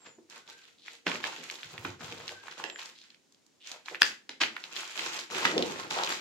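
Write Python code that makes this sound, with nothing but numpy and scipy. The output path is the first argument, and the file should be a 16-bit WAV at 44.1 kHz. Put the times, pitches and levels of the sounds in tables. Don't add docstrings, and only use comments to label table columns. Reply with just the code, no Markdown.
import sys
import numpy as np
from scipy import signal
from scipy.io import wavfile
from scipy.ndimage import uniform_filter1d, map_coordinates

SR = 44100
rng = np.random.default_rng(int(sys.argv[2]) if len(sys.argv) > 2 else 0)


def digitize_waveform(pressure):
    field = np.atleast_2d(pressure).T
    bounded = np.clip(field, -1, 1)
    quanta = np.round(bounded * 32767).astype(np.int16)
    wavfile.write(sys.argv[1], SR, quanta)


N = 273816
TIME = np.arange(N) / SR


def amp(db):
    return 10 ** (np.asarray(db) / 20)


def evened(x):
    return x / np.sqrt(np.mean(x ** 2) + 1e-20)


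def read(points, hz):
    f, value = np.transpose(points)
    return np.interp(np.log(hz + 1), np.log(f + 1), value)


def curve(points):
    return np.interp(TIME, *np.transpose(points))


def add(mix, s, sound):
    start = round(s * SR)
    part = mix[:, max(start, 0):max(start + sound.shape[-1], 0)]
    part += sound[..., max(-start, 0):][..., :part.shape[-1]]


def sides(db):
    return amp([[db / 2], [-db / 2]])


def coloured(x, points, size=2048):
    log_gain = np.log(amp(read(points, abs(np.fft.fftfreq(size, 1 / SR)))))
    minimum_phase = np.exp(np.conj(signal.hilbert(log_gain)))
    taps = np.fft.ifft(minimum_phase).real
    return signal.oaconvolve(x, taps[None], axes=1)[:, :x.shape[1]]


def ring(x, hz, q):
    return signal.lfilter(*signal.iirpeak(min(hz, SR / 3), max(q, hz / SR * 5), SR), x)


# f/Hz, level/dB (per Hz)
FLOOR = [(30, -30), (270, -5.5), (600, -15.5), (1330, -21), (7080, -19.5), (9190, -30.5), (15500, -40)]
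FLOOR_DB = -69


def background(hum_hz=468, hum_db=-77, hum_end_s=1.7):
    air = evened(coloured(rng.standard_normal(N) + 1.6 * rng.standard_normal((2, N)), FLOOR))
    hum = evened(ring(ring(rng.standard_normal(N), hum_hz, 50), hum_hz, 50))
    fade = np.clip((hum_end_s - TIME) / .5, 0, 1)
    return amp(FLOOR_DB) * air + amp(hum_db) * hum * fade


# start t/s, length/s, first f/Hz, middle f/Hz, last f/Hz, relative level/dB
BIRDS = [(-.06, .24, 7650, 7300, 6650, -62), (.41, .25, 1400, 1565, 1530, -64),
         (2.27, .25, 1480, 1570, 1530, -56), (2.63, .2, 7450, 7300, 6750, -56)]


def birds(waver_hz=28, flutter_db=4.5):
    out = np.zeros((2, N))
    for s, length, first, middle, last, db in BIRDS:
        u = np.linspace(0, 1, round(length * SR))
        hz = np.polyval(np.polyfit([0, .5, 1], [first, middle, last], 2), u)
        hz = hz + waver_hz * evened(uniform_filter1d(rng.standard_normal(len(u)), size=400))
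        flutter = np.interp(u, np.linspace(0, 1, 20), np.tanh(2 * rng.standard_normal(20)))
        whistle = np.sin(2 * np.pi * np.cumsum(hz) / SR)
        add(out, s, amp(db + flutter_db * flutter) * whistle * np.sin(np.pi * u))
    return out


GRIP_S, RELAX_S = 0.032, 0.029


def stroke(s, length, db, growth_db):
    t = TIME - s
    held = amp(db + growth_db * np.clip(t / length, 0, 1))
    grip = np.sin(np.pi / 2 * np.clip(t / GRIP_S, 0, 1)) ** 2
    return held * grip * np.exp(-np.maximum(t - length, 0) / RELAX_S)


# f/Hz, level/dB (per Hz)
BOOK = [(25, -32), (65, -11.5), (110, 4), (170, -7), (500, -36)]
# start t/s, length/s, level/dB, growth over the move/dB
RUBS = [(1.063, 0.13, -53, -10), (1.625, 0.25, -61.5, 7.5), (1.99, 0.37, -55.5, -18)]


def palm(bumps_per_s=90):
    bumps = rng.standard_normal((1, N)) * (rng.random(N) < bumps_per_s / SR)
    return sum(stroke(*rub) for rub in RUBS) * evened(coloured(bumps, BOOK))


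# fullest at t/s, swell/s, level/dB, f/Hz
BILLOWS = [(0.189, 0.0055, -54.5, 305), (1.399, 0.012, -50, 350), (2.018, .011, -50, 200),
           (2.127, 0.0055, -45.5, 283), (2.32, 0.0085, -48.5, 595), (2.67, 0.044, -51, 560),
           (3.735, 0.023, -53, 770), (3.925, 0.009, -45.5, 480), (5.587, 0.034, -28.5, 345),
           (5.996, 0.03, -32.5, 820)]


def billows(q=1.0, flaps_per_s=1500, stray=0.19):
    out = np.zeros((2, N))
    shared, side = rng.standard_normal((2, N)) * (rng.random(N) < flaps_per_s / SR)
    flaps = np.array([shared + stray * side, shared - stray * side])
    for s, swell, db, hz in BILLOWS:
        near = abs(TIME - s) < 4 * swell
        flutter = evened(ring(ring(flaps[:, near], hz, q), hz, q))
        out[:, near] += amp(db) * flutter * np.exp(-.5 * ((TIME[near] - s) / swell) ** 2)
    return out


# start t/s, length/s, level/dB, growth over the slide/dB, f/Hz
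SLIDES = [(0.766, 0.14, -63.5, 7, 3730), (2.935, .11, -56, -6, 3880), (3.589, .09, -62.5, 14, 3150)]


def slides(q=1.9, catches_per_s=1500):
    out = np.zeros((2, N))
    shared, left, right = rng.standard_normal((3, N)) * (rng.random(N) < catches_per_s / SR)
    catches = shared + np.array([left, right])
    for s, length, db, growth_db, hz in SLIDES:
        out += stroke(s, length, db, growth_db) * evened(ring(ring(catches, hz, q), hz, q))
    return out


# start t/s, length/s, strength level/dB, growth over the pull/dB, slack of the film/dB
PULLS = [(-.03, 0.11, -63.5, -3, -3), (0.28, 0.1, -56.5, 3.5, -5), (0.448, 0.074, -51.5, -5, -5),
         (0.535, 0.16, -62.5, 5.5, -17), (0.834, 0.089, -57, 8, -11.5), (1.048, 0.11, -39, 0, -3.5),
         (1.212, 0.055, -40.5, 3, -4.5), (1.288, 0.35, -45.5, -1.5, -9), (1.671, 0.22, -52, 6.5, -3.5),
         (1.984, 0.27, -47.5, 0, -3.5), (2.242, 0.062, -46.5, 4, -8), (2.34, 0.18, -63.5, 14.5, -5),
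         (2.563, 0.12, -43, -19, -2), (2.764, 0.13, -45, -8.5, -11), (2.933, 0.19, -64, -2, -22),
         (3.629, 0.12, -49, -0.5, -16), (3.841, 0.088, -47, -7, -6.5), (3.988, 0.087, -40, 2, -15.5),
         (4.493, 0.17, -59.5, 11.5, -6), (4.695, 0.33, -40.5, -3.5, -10), (4.944, 0.13, -37, 4.5, -7.5),
         (5.104, 0.1, -36, -3, -7.5), (5.288, 0.22, -36.5, 2, -3.5), (5.541, 0.32, -38.5, -6, -1.5),
         (5.886, 0.23, -35.5, 2, -5.5), (6.151, .1, -44.5, -3.5, -3)]


def effort(per_slack=0):
    power = sum(stroke(s, length, db + per_slack * slack_db, growth_db) ** 2
                for s, length, db, growth_db, slack_db in PULLS)
    return np.sqrt(power)


def creases(per_s, spread_db, colour, low_hz, high_hz, stray, roam_db=2.6, count=20):
    out, steps = np.zeros((2, N)), np.arange(0, N / SR, 1 / 20)
    for hz in np.geomspace(low_hz, high_hz, count):
        strain_db = roam_db * np.interp(TIME, steps, rng.standard_normal(len(steps)))
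        size_db = strain_db + spread_db * np.minimum(rng.exponential(1, N), 3.6)
        clicks = amp(size_db) * (rng.random(N) < per_s / count / SR) * rng.choice([-1, 1], N)
        side = stray * np.roll(clicks * rng.standard_normal(N), rng.integers(0, 4))
        out += ring(np.array([clicks + side, clicks - side]), hz, 2.6) / np.sqrt(hz)
    return evened(coloured(out, colour))


# f/Hz, level/dB (per Hz)
CRACKLE = [(200, -21), (700, -10.5), (1500, -7), (2500, -1), (4000, -2), (5500, -5), (7200, -3.5),
           (9000, -18), (12000, -15.5), (16000, -24.5)]
# f/Hz, level/dB (per Hz)
RUSTLE = [(100, -33.5), (300, -6), (550, -7.5), (900, 0), (1400, 1.5), (2500, -6), (6000, -43.5)]
# f/Hz, level/dB (per Hz)
THRUM = [(25, -43), (60, -30), (120, -12), (200, -5), (330, 3.5), (550, -1), (850, -5), (2500, -56.5)]
THRUM_PER_SLACK = 2.3


def handling(crackle_db=-1, rustle_db=-1.5, thrum_db=-3, slips_per_s=70, slip_s=0.0088, slip_size=1.97):
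    jerks = (rng.random(N) < slips_per_s / SR) * rng.random(N)
    decaying = signal.lfilter([1], [1, -np.exp(-1 / (slip_s * SR))], jerks)
    slips = evened(1 + slip_size * decaying)
    crackle = creases(2200, 2.46, CRACKLE, 1225, 13000, stray=0.92) * sides(-0.47)
    rustle = creases(1100, 4.0, RUSTLE, 309, 1620, stray=0.38)
    thrum = creases(700, 2.6, THRUM, 44, 787, stray=0.324)
    small = effort() * slips * amp(crackle_db) * crackle
    wide = effort(1) * slips * amp(rustle_db) * rustle
    sheet = effort(THRUM_PER_SLACK) * amp(thrum_db) * thrum
    return small + wide + sheet


# f/Hz, level/dB
BRIGHT = [(30, -28), (250, 6.5), (4000, 1.5), (7200, -1), (9000, -11.5), (12000, -4), (16000, -18)]
# t/s (before a small shared delay), relative level/dB, f/Hz
SNAPS = [(0.298, -35.5, 6520), (0.476, -38, 3300), (0.88, -28, 1720), (1.066, -14, 1800),
         (1.078, -19.5, 3400), (1.115, -19, 2500), (1.155, -23, 2000), (1.239, -18, 2130),
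         (1.498, -21.5, 2630), (1.51, -25, 6440), (1.554, -29.5, 4500), (1.63, -25, 2440),
         (1.778, -23.5, 2310), (1.848, -23, 1120), (2.122, -27, 3020), (2.278, -23.5, 4100),
         (2.29, -25.5, 2550), (2.481, -27.5, 1510), (2.523, -34, 1600), (2.638, -29, 1610),
         (2.698, -25.5, 2770), (2.758, -29.5, 2000), (2.794, -34, 3460), (2.815, -31, 3420),
         (2.856, -29.5, 5140), (2.986, -36.5, 4220), (3.014, -37, 4060), (3.102, -38.5, 3560),
         (3.144, -44, 3120), (3.322, -47, 6000), (3.345, -48, 4160), (3.463, -48, 6500), (3.715, -24, 5400),
         (3.858, -32.5, 4500), (3.882, -24.5, 1730), (3.945, -22, 1740), (3.953, -26, 2540),
         (4.414, -9, 2700), (4.434, -11.5, 2080), (4.564, -24.5, 1680), (4.638, -23.5, 3200),
         (4.763, -19, 3500), (4.795, -29, 2510), (4.831, -27.5, 1410), (4.992, -18.5, 2660),
         (5.131, -23.5, 4090), (5.377, -21.5, 1400), (5.451, -9, 1680), (5.578, -12.5, 3630),
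         (5.623, -13, 3170), (6.034, -13.5, 3950), (6.045, -20, 4400), (6.123, -22.5, 1100)]


def snaps(snap_db=0.5, q=0.98, tick=0.1, scatter=0.16, scatter_s=0.0027, pan_db=-2.0, size=2048):
    out, t = np.zeros((2, N)), np.arange(size) / SR
    for s, db, hz in SNAPS:
        push = (t == 0) + scatter * rng.standard_normal((2, size)) * np.exp(-t / scatter_s)
        snap = coloured(ring(ring(push, hz, q), hz, q) + tick * hz / 2500 * push, BRIGHT)
        snap = snap / abs(snap).max()
        add(out, s + 0.001497, amp(db + snap_db) * snap * sides(pan_db))
    return out


# fullest at t/s, rise/s, fall/s, relative level/dB, f/Hz, relative level of the thump/dB
RIPS = [(0.066, 0.0076, 0.0055, -45.5, 1870, -62.5), (1.066, .0014, 0.03, -30.5, 1870, -43),
        (1.851, 0.0012, 0.0043, -28.5, 1300, -46.5), (2.64, .001, 0.0022, -25, 2040, -56.5),
        (4.017, 0.0019, 0.0054, -25.5, 1760, -48.5), (4.293, .0004, 0.0024, -30, 2540, -58.5),
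        (4.415, .005, 0.0099, -20.5, 2280, -44), (5.453, 0.001, 0.007, -19, 1760, -41.5)]


def rips(per_s=5000, q=0.45, tick=0.06, thump_s=0.015):
    out = np.zeros((2, N))
    for s, rise, fall, db, hz, thump_db in RIPS:
        t = np.arange(-2.5 * rise, 5 * max(fall, thump_s), 1 / SR)
        shared, left, right = rng.standard_normal((3, len(t))) * (rng.random(len(t)) < per_s / SR)
        clicks = shared + np.array([left, right])
        tear = evened(coloured(ring(ring(clicks, hz, q), hz, q) + tick * clicks, BRIGHT))
        tear = tear * np.exp(np.minimum(t / rise, -t / fall))
        thump = coloured(shared[None] * np.exp(np.minimum(t / rise, -t / thump_s)), THRUM)
        add(out, s + t[0], amp(db) * tear * sides(-1.6) + amp(thump_db) * evened(thump))
    return out


CRACK_S, CRACK_DB = 4.0193, 3.5
# f/Hz, relative level/dB, t60/s (time to fall by 60 dB), left-right/dB
CRACK = [(1750, -2, 0.007, 0.5), (2690, -5.5, 0.0049, -9), (3230, -11.5, 0.007, 9.5),
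         (4820, -5, 0.0066, 6.5), (6600, -17, 0.0029, -3.5), (11900, -11.5, 0.0027, 10)]


def crack(lead_ms=0.049, rise_s=0.0002, size=2048):
    t = np.arange(size) / SR
    ports = np.array([t, t + lead_ms / 1000])
    burst = np.zeros((2, size))
    for hz, db, t60, pan_db in CRACK:
        burst += amp(db - 60 * t / t60) * np.cos(2 * np.pi * hz * ports) * sides(pan_db)
    colour = [(100, -21.0), (1200, -0.5), (6000, 2.0), (9000, 1.0), (12000, -12.5), (16000, -23.0)]
    out = np.zeros((2, N))
    add(out, CRACK_S, amp(CRACK_DB) * coloured(burst * (1 - np.exp(-t / rise_s)), colour))
    return out


# t/s, delay/ms
DELAY = [(4.6, 0.032), (5.5, .22)]


def placed(x):
    late = curve(DELAY) * SR / 1000
    right = map_coordinates(x[1], [np.arange(N) - late], order=3, mode="nearest")
    return np.array([x[0], right])


# f/Hz, t60/s
ROOM = [(200, .45), (500, .32), (1000, .25), (1800, .31), (5000, .25), (10000, .24)]
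# f/Hz, relative level/dB
STANDING = [(189, -19), (281, 3), (348, -2), (404, 6), (462, 5.5), (521, -5)]
# nominal delay t/s, relative level/dB
ECHOES = [(.0012, -12), (0.0117, -11.5)]


def room(x, tail_db, echo_db, standing_db=-55, standing_t60=0.21, build_s=0.0069, mono_hz=450):
    t = np.arange(SR * 2 // 3) / SR
    taps = rng.standard_normal((2, len(t))) * (rng.random((2, len(t))) < .2)
    taps = taps * (1 - np.exp(-(t / build_s) ** 2))
    hz, when, z = signal.stft(taps, SR, nperseg=256)
    same = 1 / (1 + (hz[:, None] / mono_hz) ** 2)
    z = np.array([z[0], same * z[0] + np.sqrt(1 - same ** 2) * z[1]])
    z = z * amp(-60 * when / read(ROOM, hz)[:, None])
    tail = signal.istft(z, SR, nperseg=256)[1][:, :len(t)]
    response = amp(tail_db) * tail / np.linalg.norm(tail[0])
    standing_decay = np.exp(-np.log(1000) * t / standing_t60)
    for wave_hz, db in STANDING:
        wave = np.sin(2 * np.pi * (wave_hz * t + rng.random()))
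        response += amp(tail_db + standing_db + db) * wave * standing_decay
    for s, db in ECHOES:
        for channel in range(2):
            response[channel, round(s * rng.uniform(.95, 1.05) * SR)] += amp(db + echo_db)
    return x + signal.fftconvolve(x, response, axes=1)[:, :N]


def scene():
    outside = amp(-2.5) * room(birds(), tail_db=0.5, echo_db=10.5)
    film = room(placed(handling() + slides() + billows()) + palm(), tail_db=-4, echo_db=-9)
    folds = room(placed(snaps()), tail_db=-8.5, echo_db=-3.5)
    tears = room(placed(rips()), tail_db=-3.5, echo_db=-4.5)
    burst = room(crack(), tail_db=-9.0, echo_db=1.0)
    return background() + outside + film + folds + tears + burst


EDGE_HZ = 16000


def record(dry):
    cut = signal.sosfilt(signal.butter(3, 48, "highpass", fs=SR, output="sos"), dry)
    band = signal.firwin(511, EDGE_HZ, window=("kaiser", 9), fs=SR)
    return signal.oaconvolve(np.clip(cut, -1, 1), band[None], "same")


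dry = scene()
out = record(dry)
digitize_waveform(out)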